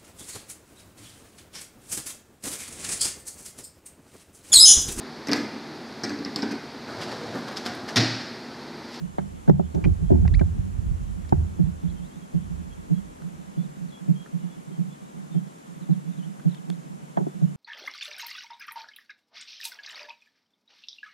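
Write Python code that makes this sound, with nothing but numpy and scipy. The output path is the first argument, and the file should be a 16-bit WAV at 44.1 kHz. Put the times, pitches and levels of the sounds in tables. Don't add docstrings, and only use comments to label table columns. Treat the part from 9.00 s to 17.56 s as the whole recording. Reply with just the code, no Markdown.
import sys
import numpy as np
from scipy import signal
from scipy.io import wavfile
from scipy.ndimage import uniform_filter1d

SR = 44100
rng = np.random.default_rng(int(sys.argv[2]) if len(sys.argv) > 2 else 0)


def transcribe(u):
    v = np.clip(np.atleast_2d(u).T, -1, 1)
    q = np.round(v * 32767).astype(np.int16)
    wavfile.write(sys.argv[1], SR, q)


N = 377496

# t/s, peak level/dB
WAVE_SLAPS = [(0.022, -28.5), (0.496, -8.5), (0.592, -21.5), (0.762, -20), (0.852, -21), (1.026, -23),
              (1.23, -19), (1.807, -40), (2.604, -15.5), (2.665, -23.5), (2.846, -23.5), (3.353, -20),
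              (3.508, -30.5), (3.918, -17), (4.245, -31.5), (4.488, -38), (4.583, -23), (4.821, -30),
              (5.097, -15), (5.342, -26), (5.441, -31.5), (5.7, -36), (5.794, -22), (6.359, -19),
              (6.906, -15.5), (7.076, -29), (7.18, -30), (7.467, -16), (7.69, -28.5), (8.205, -29.5),
              (8.432, -15)]
def slaps():
    out, body = np.zeros((2, N)), panels()
    for (s, db), noise in zip(WAVE_SLAPS, rng.standard_normal((len(WAVE_SLAPS), SR // 5))):
        force = wave_force(noise, life_s=0.02 - 0.0014 * db, start_hz=157 - 0.76 * (db + 25.5))
        add(out, s - 0.018, struck(force, body, db))
    return out


def lapping(rate_per_s=16, rms_db=-40):
    sizes = amp(4.4 * np.minimum(rng.exponential(1, N), 2))
    hits = sizes * (rng.random(N) < rate_per_s / SR)
    kind = rng.integers(0, 4, N)
    force = np.zeros(N)
    for k, noise in enumerate(rng.standard_normal((4, SR // 5))):
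        shape = wave_force(noise, life_s=0.018 + 0.0071 * k, start_hz=150 + 9 * k, smack=0.51, splash=1)
        force += signal.oaconvolve(hits * (kind == k), shape)[:N]
    return amp(rms_db) * unit_rms(excite(force, panels()))


def wave_force(noise, life_s, start_hz, end_hz=192, smack=0.14, splash=0.8):
    t = np.arange(0, life_s, 1 / SR)
    age = t / t[-1]
    cycles = np.cumsum(start_hz + (end_hz - start_hz) * age) / SR
    pocket = np.sin(2 * np.pi * cycles) * amp(-8 * age) * signal.windows.tukey(len(t), 0.45)
    spray = unit_rms(lowpass(lowpass(noise[:len(t)], 610), 570))
    spray *= amp(-25 * age) * np.minimum(t / 0.015, 1)
    impact = 12 * (t / 0.0008) * np.exp(-t / 0.0008)
    return pocket + splash * spray + smack * impact


# f/Hz, t60/s, right level/dB, left/right ratio (negative: antiphase)
HULL_AND_MOUNT_MODES = [(50.3, 0.14, 3, -0.1), (77.48, 1, -1.5, 0.5), (93.7, 0.84, -14.5, 1.36),
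                        (144.3, 0.33, -6.5, 1.52), (175.8, 0.15, 4, -0.22), (193.5, 0.23, 4, -0.3448),
                        (253, 0.039, -7, -3), (323, 0.061, 5.5, -1.04), (373.3, 0.064, -2, 0.18),
                        (577, 0.08, -12.5, -1.5), (680, 0.023, 7, -1.16), (850, 0.012, 10.5, -0.35),
                        (1073, 0.029, -14, 0.75), (1545, 0.0055, 6.5, -0.35)]
def panels():
    return highpass(ringing(HULL_AND_MOUNT_MODES[3:]), 120, order=4)


# t/s, peak level/dB, blow f/Hz, contact t60/s
GEAR_KNOCKS = [(0.185, -23.5, 975, 0.028), (0.478, -20.5, 460, 0.086), (0.497, -8.5, 760, 0.028),
               (.596, -18.5, 463, 0.043), (0.744, -23, 332, 0.21), (0.852, -24.5, 386, 0.14),
               (1.1, -17.5, 288, 0.21), (1.253, -31, 2500, 0.039), (1.41, -22, 386, 0.058),
               (2.326, -16, 925, 0.028), (7.7, -37.5, 910, 0.025), (8.174, -22.5, 1160, 0.047),
               (8.194, -28, 402, 0.13), (8.269, -27.5, 480, 0.03)]
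def knocks(blow_q=0.99, scrape_gain=0.023):
    out, body, t = np.zeros((2, N)), panels(), np.arange(6000) / SR
    for (s, db, hz, t60), rough in zip(GEAR_KNOCKS, rng.standard_normal((len(GEAR_KNOCKS), len(t)))):
        attack = 1 - np.exp(-t / (0.036 * t60))
        contact = attack * (decay(t, t60) + scrape_gain * decay(t, 0.57))
        crack = 0.025 / t60 * np.exp(-t / 0.00058)
        w = 2 * np.pi * hz
        resonance = signal.bilinear([w * w], [1, w / blow_q, w * w], SR)
        force = lowpass(signal.lfilter(*resonance, rough * contact + crack), 3400)
        force = highpass(force, 300, order=2)
        add(out, s - 0.002, struck(force, body, db))
    return out


# t/s, peak level/dB, f/Hz, t60/s
PART_TICKS = [(0.184, -29, 1680, 0.044), (0.478, -36, 1670, 0.036), (0.498, -23, 1500, 0.0083),
              (0.595, -36.5, 1350, 0.044), (0.747, -41, 6400, 0.037), (0.841, -25, 2350, 0.044),
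              (0.847, -29, 2450, 0.044), (1.253, -44, 1480, 0.015), (1.278, -31, 2090, 0.014),
              (1.338, -38, 4100, 0.046), (1.394, -31, 2350, 0.03), (1.412, -31.5, 1600, 0.025),
              (2.249, -45, 1840, 0.028), (2.293, -37, 6900, 0.015), (2.324, -46.5, 2540, 0.015),
              (4.221, -37, 1530, 0.0064), (5.26, -40.5, 1450, 0.028), (7.396, -42, 1580, .026),
              (7.547, -39, 4340, 0.0063), (7.701, -30, 3630, 0.007), (8.168, -39, 1750, 0.051),
              (8.17, -41.5, 3440, .015)]
def ticks(crack_gain=5.8):
    out, t = np.zeros((2, N)), np.arange(6000) / SR
    for (s, db, hz, t60), rough in zip(PART_TICKS, rng.standard_normal((len(PART_TICKS), len(t)))):
        modes = [(hz, min(0.014, t60), 0, 0.8), (hz * 1.258, min(0.01, t60), -5, 0.7),
                 (hz * 2.62, 0.003, -7, 0.6), (hz * 0.36, 0.004, -8, -0.8)]
        part = ringing(modes)[:, :1000]
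        part[:, 0] = crack_gain
        contact = lowpass(lowpass(rough, (1.07 + 0.011 / t60) * hz), 8000)
        add(out, s, struck(contact * decay(t, t60), part, db))
    return out


def squeak(s=1.336, length_s=0.022, db=-35):
    out = np.zeros((2, N))
    hz = np.geomspace(1500, 2800, round(length_s * SR))
    phase = 2 * np.pi * np.cumsum(hz) / SR
    tone = np.sin(phase) + 0.5 * np.sin(2 * phase)
    add(out, s, amp(db) * tone[None] * np.hanning(len(hz)))
    return out


# t/s, level/dB
MOUNT_WIND = [(0, -52), (0.6, -46.5), (1.3, -22), (1.6, -39), (1.95, -32.5), (2.2, -41.5), (3.28, -61.5),
              (3.37, -40.5), (3.77, -45), (3.86, -51.5), (5.0, -71), (7.0, -77), (8.56, -74)]
# t/s, shake level/dB, sway level/dB
MOUNT_JOLTS = [(0.184, -46, -74), (0.498, -19.5, -51), (0.739, -32.5, -50), (0.86, -23, -32),
               (1.109, -17.5, -40), (1.25, -22, -40), (1.41, -22.5, -42), (1.58, -36.5, -45),
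               (1.78, -35, -37), (1.858, -35.5, -46), (2.321, -19, -33), (2.63, -27, -30),
               (2.869, -58, -35)]
def gust(jolt_rise_s=0.011, jolt_fade_db_per_s=104):
    t = np.arange(N) / SR
    wind = amp(np.interp(t, *np.transpose(MOUNT_WIND)))
    shake_gain, sway_gain = wind * amp(-1), wind
    for s, shake_db, sway_db in MOUNT_JOLTS:
        rise = np.clip((t - s) / jolt_rise_s, 0, 1)
        swing = rise * amp(-jolt_fade_db_per_s * np.maximum(t - s - jolt_rise_s, 0))
        shake_gain += amp(shake_db) * swing
        sway_gain += amp(sway_db) * swing
    pressure = lowpass(rng.standard_normal((4, N)), 190) * amp(2.8 * drift(8.4))
    sway = excite(pressure[0], ringing(HULL_AND_MOUNT_MODES[:1]))
    shake = excite(pressure[1], ringing(HULL_AND_MOUNT_MODES[1:3]) + 0.32 * panels())
    eddy_band = signal.butter(2, [35, 110], "band", fs=SR, output="sos")
    eddies = unit_rms(signal.sosfilt(eddy_band, pressure[2:]))
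    sway = sway / sway.mean(0).std() + 0.7 * eddies
    shake = shake / shake.mean(0).std()
    return sway * sway_gain + shake * shake_gain


def thumps(hz=138.6, rise_s=0.0045, over_shake_db=6):
    out, t = np.zeros((2, N)), np.arange(3000) / SR
    thump = t / rise_s * np.exp(1 - t / rise_s) * np.sin(2 * np.pi * hz * t)
    for s, shake_db, _ in MOUNT_JOLTS:
        add(out, s + 0.0029, amp(shake_db + over_shake_db) * np.outer([-0.4, 2.4], thump))
    return out


# t/s, length/s, f/Hz, level/dB
HELD_WHISTLES = [(2.89, 0.032, 3300, -56), (2.954, 0.055, 3200, -59), (3.205, 0.055, 3280, -60.5),
                 (3.408, .09, 3060, -64), (3.707, 0.036, 3280, -57), (3.935, 0.066, 3300, -57),
                 (4.566, 0.085, 3410, -59.5), (4.908, 0.099, 3374, -50.5), (5.14, 0.12, 3250, -53.5),
                 (5.489, 0.075, 3370, -59.5), (5.707, 0.075, 3190, -61), (5.898, 0.057, 3440, -58.5),
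                 (6.303, 0.072, 3600, -57), (6.328, 0.088, 3190, -60)]
# t/s, length/s, end f/Hz, level/dB
RISING_CHIRPS = [(2.871, 0.043, 4400, -57), (3.013, 0.071, 4300, -60), (3.09, .105, 3920, -61),
                 (5.95, 0.17, 4100, -66), (7.223, 0.033, 3390, -52), (7.712, .035, 4300, -56)]
# t/s, length/s, start f/Hz, level/dB
FALLING_CHIRPS = [(4.62, .05, 4560, -60), (4.88, 0.044, 4700, -58), (6.806, 0.048, 4520, -59),
                  (6.9, 0.059, 4300, -57), (7.17, 0.042, 4000, -55), (7.488, 0.026, 4360, -57),
                  (7.511, 0.025, 4320, -53), (7.535, 0.026, 4050, -50), (7.562, 0.033, 4000, -53.5)]
def birds(chatter_per_s=16, chatter_db=-67.5):
    notes = [(s, length, hz, hz, db) for s, length, hz, db in HELD_WHISTLES]
    notes += [(s, length, 3000, hz, db) for s, length, hz, db in RISING_CHIRPS]
    notes += [(s, length, hz, hz * 0.72, db) for s, length, hz, db in FALLING_CHIRPS]
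    for when, span, start, end, faint in rng.random((round(chatter_per_s * N / SR), 5)):
        notes.append((when * N / SR, 0.03 + 0.12 * span, 2800 + 1700 * start ** 2,
                      2900 + 1000 * end, chatter_db - 6 * faint))
    waver = 1 + 0.011 * drift(22.8, N + SR)
    song = np.zeros((1, N))
    for s, length, start_hz, end_hz, db in notes:
        hz = np.geomspace(start_hz, end_hz, round(length * SR))
        hz *= waver[round(s * SR):][:len(hz)]
        tone = np.sin(2 * np.pi * np.cumsum(hz) / SR)
        add(song, s, amp(db) * tone[None] * signal.windows.tukey(len(hz), 0.5))
    song *= 1 + 0.15 * drift(56)
    t = np.arange(8000) / SR
    shore = rng.standard_normal((2, len(t))) * decay(t, 0.071)
    shore /= np.linalg.norm(shore[0])
    return song * [[1], [0.5]] + 0.5 * excite(song[0], shore)


# f/Hz, relative density/dB
IN_PHASE_HISS = [(140, 3.5), (240, 0), (301, -7), (666, -17), (3270, -25.5), (4870, -29.5), (7550, -23.5),
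                 (8080, -30), (8700, -27), (12400, -35), (15000, -47)]
# f/Hz, relative density/dB
ANTIPHASE_HISS = [(140, -29), (240, -6.5), (410, -12), (941, -14), (4390, -38), (7630, -29.5),
                  (8200, -32.5), (12200, -40), (13300, -43), (15000, -86)]
def hiss():
    common = shaped_noise(IN_PHASE_HISS, rms_db=-50)
    opposite = shaped_noise(ANTIPHASE_HISS, rms_db=-49.5)
    return np.array([common + opposite, common - opposite])


def whine(hz=10406, rms_db=-82):
    return amp(rms_db) * np.sqrt(2) * np.sin(2 * np.pi * hz * np.arange(N) / SR)


def shaped_noise(spectrum, rms_db, patch_db=0.6):
    frames, hz = N // 256 + 5, np.fft.rfftfreq(1024, 1 / SR)
    real, imag, patches = rng.standard_normal((frames, len(hz), 3)).T
    patches = uniform_filter1d(patches, size=12, axis=0)
    patches = unit_rms(uniform_filter1d(patches, size=10, axis=1))
    knot_hz, knot_db = np.transpose(spectrum)
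    colour_db = np.interp(np.log(hz + 1), np.log(knot_hz + 1), knot_db, left=-46)
    bins = (real + 1j * imag) * amp(colour_db[:, None] + patch_db * patches)
    return amp(rms_db) * unit_rms(signal.istft(bins, nperseg=1024, noverlap=768)[1][:N])


def ringing(modes):
    t = np.arange(SR // 2) / SR
    return sum(np.outer([abs(left), np.sign(left)], amp(db) * decay(t, t60) * np.sin(2 * np.pi * hz * t))
               for hz, t60, db, left in modes)


def struck(force, body, peak_db):
    sound = excite(force, body)
    return amp(peak_db) * sound / abs(sound.mean(0)).max()


def excite(force, body):
    return signal.fftconvolve(force[None], body, axes=1)[:, :N]


def drift(hz, samples=N):
    return unit_rms(lowpass(rng.standard_normal(samples), hz))


def lowpass(x, hz):
    return signal.sosfilt(signal.butter(2, min(hz, SR / 3), fs=SR, output="sos"), x)


def highpass(x, hz, order):
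    return signal.sosfilt(signal.butter(order, hz, "high", fs=SR, output="sos"), x)


def decay(t, t60):
    return amp(-60 * t / t60)


def amp(db):
    return 10 ** (np.asarray(db) / 20)


def unit_rms(x):
    return x / np.sqrt(np.mean(x ** 2) + 1e-20)


def add(mix, s, sound):
    part = mix[:, max(round(s * SR), 0):][:, :sound.shape[1]]
    part += sound[:, :part.shape[1]]


def scene():
    background = hiss() + whine()
    return slaps() + lapping() + knocks() + ticks() + squeak() + gust() + thumps() + birds() + background


def record(dry):
    ceiling_db, release_db_per_s, edge_hz = -1, 22, 15100
    left = 0.86 * dry[0] + 0.27 * lowpass(dry[0], 5200)
    ports = highpass(np.array([left, dry[1]]), 37, order=4)
    peak_db = 20 * np.log10(abs(ports).max(0) + 1e-9)
    release_db = np.arange(N) * release_db_per_s / SR
    held_db = np.maximum.accumulate(peak_db + release_db) - release_db
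    over_db = np.maximum(held_db - ceiling_db, 0)
    ducked = ports / amp(uniform_filter1d(over_db, size=200, origin=-80))
    band_limit = signal.firwin(511, edge_hz, window=("kaiser", 9), fs=SR)
    return signal.oaconvolve(ducked, band_limit[None], "same")


dry = scene()
out = record(dry)
transcribe(out)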